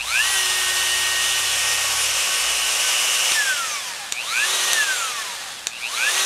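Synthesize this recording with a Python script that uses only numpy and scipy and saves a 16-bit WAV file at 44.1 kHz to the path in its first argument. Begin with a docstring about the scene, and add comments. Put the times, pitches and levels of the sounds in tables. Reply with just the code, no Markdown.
"""A small rotary tool with a flexible shaft whines just above a wooden workbench.
It spins up to about 22000 turns a minute, is switched off and coasts, and is restarted twice.
Its fan whines and rushes, the armature buzzes with the chopped mains, and rotor and shaft add tones and hum.
Tones are sine waves locked to one rotor speed; air and bearings are coloured noise; the slide switch
is pairs of clicks that make its shell ring. A soft workshop background lies underneath."""
import sys
import numpy as np
from scipy import signal
from scipy.fft import rfft, irfft, next_fast_len
from scipy.io import wavfile
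from scipy.ndimage import uniform_filter1d

SR = 44100
rng = np.random.default_rng(int(sys.argv[2]) if len(sys.argv) > 2 else 0)


def master_out(mix):
    """Clip the mix to full scale and print it as 16-bit PCM to the path in sys.argv[1]."""
    frames = np.transpose(np.atleast_2d(mix))
    ceiling = np.clip(frames, -1, 1)
    pcm = np.round(ceiling * 32767).astype(np.int16)
    wavfile.write(sys.argv[1], SR, pcm)


N = 275625
TIME = np.arange(N) / SR
FULL_SPEED_HZ = 372.3   # turns per second
MAINS_HZ = 60
CUTOFF_HZ = 15600   # top of the finished sound


def from_db(db):
    """Turn decibels into a gain."""
    return 10 ** (np.asarray(db) / 20)


def rms_one(x):
    """Scale a signal to an average (rms) strength of 1."""
    return x / np.sqrt(np.mean(x ** 2) + 1e-20)


def in_time(rows):
    """Read each column of a time table at every sample, with straight lines between rows."""
    times_s, *columns = np.transpose(rows)
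    return [np.interp(TIME, times_s, column) for column in columns]


def at_hz(points, hz):
    """Read a table of pitch and level, spacing the pitches as the ear does (log scale)."""
    known_hz, level_db = np.transpose(points)
    return np.interp(np.log(np.maximum(hz, 1)), np.log(known_hz), level_db)


def noise(spectrum):
    """Random hiss of the given colour, rms 1."""
    size = next_fast_len(N)
    bins_hz = np.arange(size // 2 + 1) * SR / size
    white = rfft(rng.standard_normal(size))
    return rms_one(irfft(white * from_db(at_hz(spectrum, bins_hz)), size)[:N])


def drift(rate_hz):
    """Slow random wandering around 0 with a spread of about 1."""
    step = 40   # computed at every 40th sample, then joined by straight lines
    pole = np.exp(-2 * np.pi * step * rate_hz / SR)
    white = rng.standard_normal(N // step + 2002)
    slow = signal.lfilter([1], [1, -2 * pole, pole * pole], white)[2000:]   # skip the filter's start
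    return np.interp(np.arange(N) / step, np.arange(len(slow)), rms_one(slow))


def angle(turns_hz):
    """Running angle, in radians, of something that turns at this rate."""
    return 2 * np.pi * np.cumsum(turns_hz) / SR


def resonate(x, hz, width_hz):
    """A resonance that favours one pitch, with gain 1 at its top."""
    r = np.exp(-np.pi * width_hz / SR)
    top = np.array([1, 0, -1]) * (1 - r * r) / 2
    return signal.lfilter(top, [1, -2 * r * np.cos(2 * np.pi * hz / SR), r * r], x)


def ring(clicks, hz, t60_s):
    """Each unit click starts a sine of height 1 that fades by 60 dB in t60_s."""
    r = np.exp(-np.log(1000) / (t60_s * SR))
    w = 2 * np.pi * hz / SR
    return signal.lfilter([0, np.sin(w)], [1, -2 * r * np.cos(w), r * r], clicks + 1e-18)


# The motor's runs: on_s, off_s, pull (turns per s per s), soft_start_s
RUNS = [(-.1, 3.32, 1298, .1), (4.125, 4.733, 1075, .095), (5.701, 6.4, 1141, .201)]
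# Turns per s at the outset, and where the motor would end up without its governor
START_HZ, RUNAWAY_HZ = 154, 996
# The governor takes over gradually, overshoots and settles
TAKEOVER_HZ, OVERSHOOT_HZ, SETTLE_S, SWING_HZ = 33.3, 46.9, .122, .97
# Coasting: dry friction of the brushes, and drag that grows with the speed
FRICTION_HZ_PER_S, DRAG_PER_S = 120, .695
BACK_OFF_HZ = 62.3   # starting current backs off over these last turns per s below full speed


def drive(opening_law=0.42):
    """The motor pulls up to the governed speed; friction and drag slow it after switch-off."""
    speed = np.full(N, float(START_HZ))
    powered, surge = np.zeros(N), np.zeros(N)
    for on_s, off_s, pull, soft_start_s in RUNS:
        opening = np.clip((TIME - on_s) / soft_start_s, 0, 1)
        # without a governor, the speed closes in on the runaway speed
        shortfall = RUNAWAY_HZ - np.interp(on_s, TIME, speed)
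        free = RUNAWAY_HZ - shortfall * np.exp(-pull * np.cumsum(opening) / SR / RUNAWAY_HZ)
        held_s = np.cumsum(free > FULL_SPEED_HZ) / SR
        overshoot = OVERSHOOT_HZ * np.exp(-held_s / SETTLE_S) * np.cos(2 * np.pi * SWING_HZ * held_s)
        held = FULL_SPEED_HZ + overshoot
        # the lower of the two speeds, with a rounded corner
        governed = -TAKEOVER_HZ * np.logaddexp(-free / TAKEOVER_HZ, -held / TAKEOVER_HZ)
        left = np.exp(-DRAG_PER_S * np.maximum(TIME - off_s, 0))
        braked = governed * left - FRICTION_HZ_PER_S / DRAG_PER_S * (1 - left)
        speed = np.where(TIME > on_s, braked, speed)
        fed = (TIME > on_s) & (TIME < off_s)
        powered = powered + fed
        back_off = np.clip((FULL_SPEED_HZ - speed) / BACK_OFF_HZ, 0, 1)
        surge = surge + fed * opening ** opening_law * back_off
    return speed, powered, surge


# The five-bladed fan's whine before trim and dip: blade_rate_hz, level_db
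FAN = [(550, -66), (800, -46), (1100, -38), (1350, -29), (1550, -25), (1750, -22), (1920, -25)]
# Depth of a dip in the sound field as the tool is moved: time_s, depth_db
DIP = [(.4, -3.5), (1.2, -1), (1.5, -10), (1.7, -1), (1.95, -15), (2.35, -10.5), (2.7, -16), (4.57, -14.5),
       (4.68, -3), (6.2, -10)]
# Trim of the whine, then the dip's centre and half width (just around full speed)
FAN_DB, DIP_HZ, DIP_WIDTH_HZ = -1.5, 1880, 72


def fan(turn, speed, coasting, blade_count=5, flutter_db=1.47, coasting_db=1.0):
    """The blades chop the air into one clear whine, a little stronger while the rotor coasts."""
    hz = blade_count * speed
    dip_db = in_time(DIP)[0] * np.exp(-((hz - DIP_HZ) / DIP_WIDTH_HZ) ** 2)
    level_db = FAN_DB + at_hz(FAN, hz) + dip_db + coasting_db * coasting + flutter_db * drift(32)
    whine = np.sqrt(2) * from_db(level_db) * np.sin(blade_count * turn)
    return bench_echo(whine, share=0.46)


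def bench_echo(x, share, delay_s=0.005202):
    """One reflection: a gliding tone swells and fades as direct and late sound add or cancel."""
    late = np.interp(TIME - delay_s, TIME, x, left=0)
    return (x + share * late) / np.sqrt(1 + share ** 2)


# Armature slot tones: multiple_of_speed, level_db (relative)
SLOTS = [(8, 0), (16, -5), (24, -9), (32, -13)]
# Resonances of the armature housing: pitch_hz, width_hz, level_db, polarity (1 or -1)
HOUSING = [(2380, 320, -1, -1), (2720, 380, 0, 1), (3900, 500, -6, 1), (6000, 900, -13, 1)]


def armature(turn, current, twist=0.17, rough=0.17, uneven_db=0.5):
    """Slots pass the poles under each current burst, the rotor twists slightly, the housing rings."""
    swing = twist * np.sin(2 * np.pi * 2 * MAINS_HZ * TIME)
    chatter = rough * drift(260)   # grows tone by tone, so the upper slot tones are blurred
    force = 0
    for i, (multiple, level_db) in enumerate(SLOTS):
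        force = force + from_db(level_db) * np.sin(multiple * turn - swing + (i + 1) * chatter)
    bursts = mains_pulses(sharpness=1.9) * from_db(uneven_db * drift(36))
    force = np.sqrt(2) * force * current * bursts
    return sum(sign * from_db(db) * resonate(force, hz, width) for hz, width, db, sign in HOUSING)


def mains_pulses(sharpness):
    """The speed control lets a burst of current through in each half wave of the mains; rms 1."""
    return rms_one(np.exp(sharpness * np.cos(2 * np.pi * 2 * MAINS_HZ * TIME)))


# Tones of rotor and shaft, with the case's full-speed colouring: multiple_of_speed, powered_db, coasting_db
ROTOR = [(2, -59, -55), (3, -45, -52), (4.08, -43, -53), (6, -46, -47), (7, -42, -42), (8, -38, -42),
         (9, -44, -39), (10, -47, -37), (11, -45, -41), (12, -45, -44), (14, -44, -48), (15, -46, -46),
         (16, -44, -36), (18, -47, -50), (20, -48, -51), (23, -46, -48), (24, -42, -48), (26, -39, -40),
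         (31, -53, -56), (32, -49, -52)]
# How well the case radiates a tone: pitch_hz, level_db (relative)
RADIATION = [(270, -42), (370, -22), (700, -19), (1200, -13), (1720, 1), (2100, -6), (2550, 0), (3000, -5),
             (3450, 0), (3720, -2), (4300, 0), (5000, -1), (6200, 4), (7200, 2), (8300, -5), (9700, -2),
             (12000, -3)]
# Tilting turns other faces of the case outward and recolours the tones: pitch_hz, change_db
TILT = [(2600, -3), (3000, -14), (3400, 0), (3780, 12), (4300, -2.5), (6000, 2.5), (7500, -6), (9000, -3.5)]


def rotor(turn, speed, coasting, pose, coasting_trim_db=-1.0, waver_db=4.0, wander_db=-0.5, rough=0.076):
    """Commutator bars and bearing balls give a ladder of tones, which lingers while the rotor coasts."""
    pace = speed / FULL_SPEED_HZ
    tilted = np.interp(pose, [.9, 1.25], [0, 1])
    # gliding tones swell and fade as they cross the many narrow modes of the case
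    mode_hz = np.arange(0, CUTOFF_HZ, 130)
    mode_db = rng.uniform(-4, 4, len(mode_hz))
    gliding = np.clip(10 * (1 - pace), 0, 1)
    tones = 0
    for multiple, powered_db, coasting_db in ROTOR:
        hz, full_hz = multiple * speed, multiple * FULL_SPEED_HZ
        power_db = powered_db + tilted * at_hz(TILT, full_hz) + wander_db * drift(1.0)
        under_power = from_db(power_db) * pace ** 5
        running_down = from_db(coasting_trim_db + coasting_db) * pace ** 1.3
        # the case counts only as a change from what it does at full speed
        radiated_db = at_hz(RADIATION, hz) - at_hz(RADIATION, full_hz)
        radiated_db = radiated_db + gliding * np.interp(hz, mode_hz, mode_db)
        gain = (1 - coasting) * under_power + coasting * running_down
        gain = gain * from_db(radiated_db + waver_db * drift(9.2))
        tones = tones + gain * np.sin(multiple * turn + rough * drift(38))
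    return np.sqrt(2) * tones


# Colour of the cooling air with the tool in the far corner: pitch_hz, level_db (relative, per Hz)
AIR_FAR = [(120, -31), (280, -55), (480, -37), (800, -10.5), (1250, -11.5), (2000, -13), (2800, -3.5),
           (3600, -5), (4400, -13), (5600, -7.5), (7500, -9), (9200, -10), (12000, -16.5), (15000, -28)]
# The same at mid bench: pitch_hz, level_db (relative, per Hz)
AIR_MID = [(120, -24), (280, -25.5), (520, -4), (850, -7), (1150, -3), (1700, -6), (2600, 5.5), (3400, 0),
           (4200, -10.5), (5300, 3), (7200, 0.5), (9500, -4), (12000, -10), (15000, -23.5)]
# The same with the tool tilted: pitch_hz, level_db (relative, per Hz)
AIR_TILTED = [(120, -25), (280, -20.5), (500, -3), (800, -4.5), (1200, 0.5), (2100, -1.5), (2900, 4.5),
              (3800, 3), (4900, -5.5), (6300, 3.5), (8000, -3), (9200, -2), (12000, -9.5), (15000, -23)]
# Swell of the air stream as the grip shifts: time_s, change_db
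GRIP = [(.3, 1), (2.6, 1.1), (3.25, 3), (3.7, 1.2), (6.25, 2)]


def air(pace, pose, speed_law=1.93, gust_db=0.76):
    """Cooling air rushes through the vents, coloured by how the tool is held."""
    rush = 0
    for i, (colour, level_db) in enumerate([(AIR_FAR, -24.5), (AIR_MID, -24.0), (AIR_TILTED, -23.8)]):
        share = np.sqrt(np.maximum(1 - abs(pose - i), 0))   # blend neighbouring poses
        rush = rush + share * from_db(level_db) * noise(colour)
    return rush * pace ** speed_law * from_db(in_time(GRIP)[0] + gust_db * drift(15.0))


# Colour of the bearing hiss: pitch_hz, level_db (relative, per Hz)
BEARINGS = [(120, -20.5), (280, -18), (520, -5.5), (800, 0.5), (1100, -2.5), (1650, 2), (2400, -1),
            (3900, 1), (5000, 0), (6300, -7.5), (8000, -4), (9500, -8.5), (12000, -12.5), (15000, -39)]


def bearings(turn, pace, level_db=-30, speed_law=0.78, rub=0.17, grain_db=1.5):
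    """Bearings and brushes hiss, rubbing harder once a turn."""
    grain = from_db(level_db + grain_db * drift(230))
    return grain * noise(BEARINGS) * pace ** speed_law * (1 + rub * np.sin(turn))


# Hollows of the case, which ring in the hiss: pitch_hz, width_hz, level_db
HOLLOWS = [(548, 17, -6), (1190, 135, -7), (1470, 260, -30), (2430, 65, -14.5), (3530, 160, -16.5),
           (9000, 260, -8)]


def case(hiss):
    """The hollows of the case add resonances that stay put while the speed changes."""
    return hiss + sum(from_db(db) * resonate(hiss, hz, width) for hz, width, db in HOLLOWS)


# Moves of the slide switch: start_s, level_db, brightness_hz (treble above it is cut)
SWITCH = [(3.3187, -4.5, 5470), (4.1227, -7, 9050), (4.7321, -4, 11000), (5.6695, -5.5, 8200)]
# Ringing tones of the shell under the switch: pitch_hz, level_db, t60_s (time to fade by 60 dB)
SHELL = [(159, -41, 0.0084), (730, -13.5, 0.012), (1590, -15, 0.0084), (2200, -5, 0.0059),
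         (3680, -3.5, 0.012), (4480, -9, 0.0069), (6120, 2, 0.0042), (6700, 2, 0.0037),
         (7970, -0.5, 0.0059), (11500, -10, 0.019)]


def switch(travel_s=.0007, first_db=-4, room_db=-11):
    """The slider slips over its detent, hits the stop a moment later, and the shell rings."""
    blows = np.zeros(N)
    for start_s, level_db, bright_hz in SWITCH:
        contacts = np.zeros(N)
        moments = [round(start_s * SR), round((start_s + travel_s) * SR)]
        contacts[moments] = from_db([level_db + first_db, level_db])
        soften = signal.butter(4, bright_hz, fs=SR, output="sos")
        blows += signal.sosfilt(soften, contacts + 1e-18)
    # neighbouring shell tones start in opposite directions
    snap = sum((-1) ** i * from_db(db) * ring(blows, hz, t60) for i, (hz, db, t60) in enumerate(SHELL))
    return snap + from_db(room_db) * workshop(snap)


# Hum of the unbalanced rotor at full speed: pose (0 to 2, as in POSE), level_db
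UNBALANCE = [(.04, -71), (.1, -45), (.8, -56.5), (1.3, -47)]


def unbalance(turn, pace, pose, speed_law=9.8):
    """The rotor shakes the case once a turn; the hum carries only near full speed."""
    level_db = np.interp(pose, *np.transpose(UNBALANCE))
    return np.sqrt(2) * from_db(level_db) * pace ** speed_law * np.sin(turn)


# Whirl of the flexible shaft: time_s, turns_hz, second_multiple_db, third_multiple_db
WHIRL = [(0, 29.5, -50.5, -62), (.9, 30.3, -58, -51.5), (2.1, 37, -50, -52.5), (2.3, 29, -60, -62),
         (2.5, 28, -50, -72), (2.9, 22.5, -59, -79), (3.5, 22, -92, -90)]


def shaft():
    """The flexible shaft whirls in its sleeve with a faint low hum."""
    turns_hz, second_db, third_db = in_time(WHIRL)
    whirl = angle(turns_hz)
    return np.sqrt(2) * (from_db(second_db) * np.sin(2 * whirl) + from_db(third_db) * np.sin(3 * whirl))


def workshop(x, t60_s=0.15):
    """Bench and walls scatter the sound into a short fading tail of echoes."""
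    t = TIME[:SR // 4]
    tail = rng.standard_normal(len(t)) * np.exp(-np.log(1000) * t / t60_s) * (t > .002)
    return signal.fftconvolve(x, tail / np.sqrt(np.sum(tail ** 2)))[:N]


# Colour of the workshop background: pitch_hz, level_db (relative, per Hz)
ROOM = [(20, -12), (50, -6), (100, -3), (180, -1.5), (300, -3.5), (600, -16), (2000, -32.5)]


def background(level_db=-57):
    """The workshop background is a steady, mostly low noise."""
    return from_db(level_db) * noise(ROOM)


# Where the tool is held: time_s, pose (0 = far corner, 1 = mid bench, 2 = tilted)
POSE = [(0, 0), (1.3, 0.32), (1.7, 0.87), (3.8, 0.79), (4.3, 2.16), (6.25, 1.96)]
# Motor current needed to hold the speed against the shaft, at full speed: time_s, level_db
LOAD = [(.3, -22), (.7, -26.5), (1.3, -21), (1.5, -29.5), (2.6, -25), (3.3, -21.5), (4.4, -43), (4.73, -24),
        (6.1, -35)]
SURGE_DB = -20.5   # starting current at its strongest


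def scene(hunting=0.000898):
    """One rotor speed drives the fan, armature, rotor, air and bearings; both channels are alike."""
    speed, powered, surge = drive()
    speed = speed * (1 + hunting * drift(3.89))   # a tiny unsteadiness
    turn, pace, pose = angle(speed), speed / FULL_SPEED_HZ, in_time(POSE)[0]
    holding = from_db(in_time(LOAD)[0]) * powered * pace
    current = np.hypot(from_db(SURGE_DB) * surge, holding)
    coasting = 1 - uniform_filter1d(powered, size=2000)   # blends over 2000 samples
    tones = fan(turn, speed, coasting) + armature(turn, current) + rotor(turn, speed, coasting, pose)
    tones = tones + from_db(-14) * workshop(tones)
    hiss = case(air(pace, pose) + bearings(turn, pace))
    hum = unbalance(turn, pace, pose) + shaft()
    return np.tile(tones + hiss + hum + switch() + background(), (2, 1))


def record(dry, ceiling=0.69):
    """Loud peaks are rounded off, then the highest treble is cut."""
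    rounded = ceiling * np.tanh(dry / ceiling)
    return signal.sosfilt(signal.ellip(12, .1, 80, CUTOFF_HZ, fs=SR, output="sos"), rounded)


dry = scene()
out = record(dry)
master_out(out)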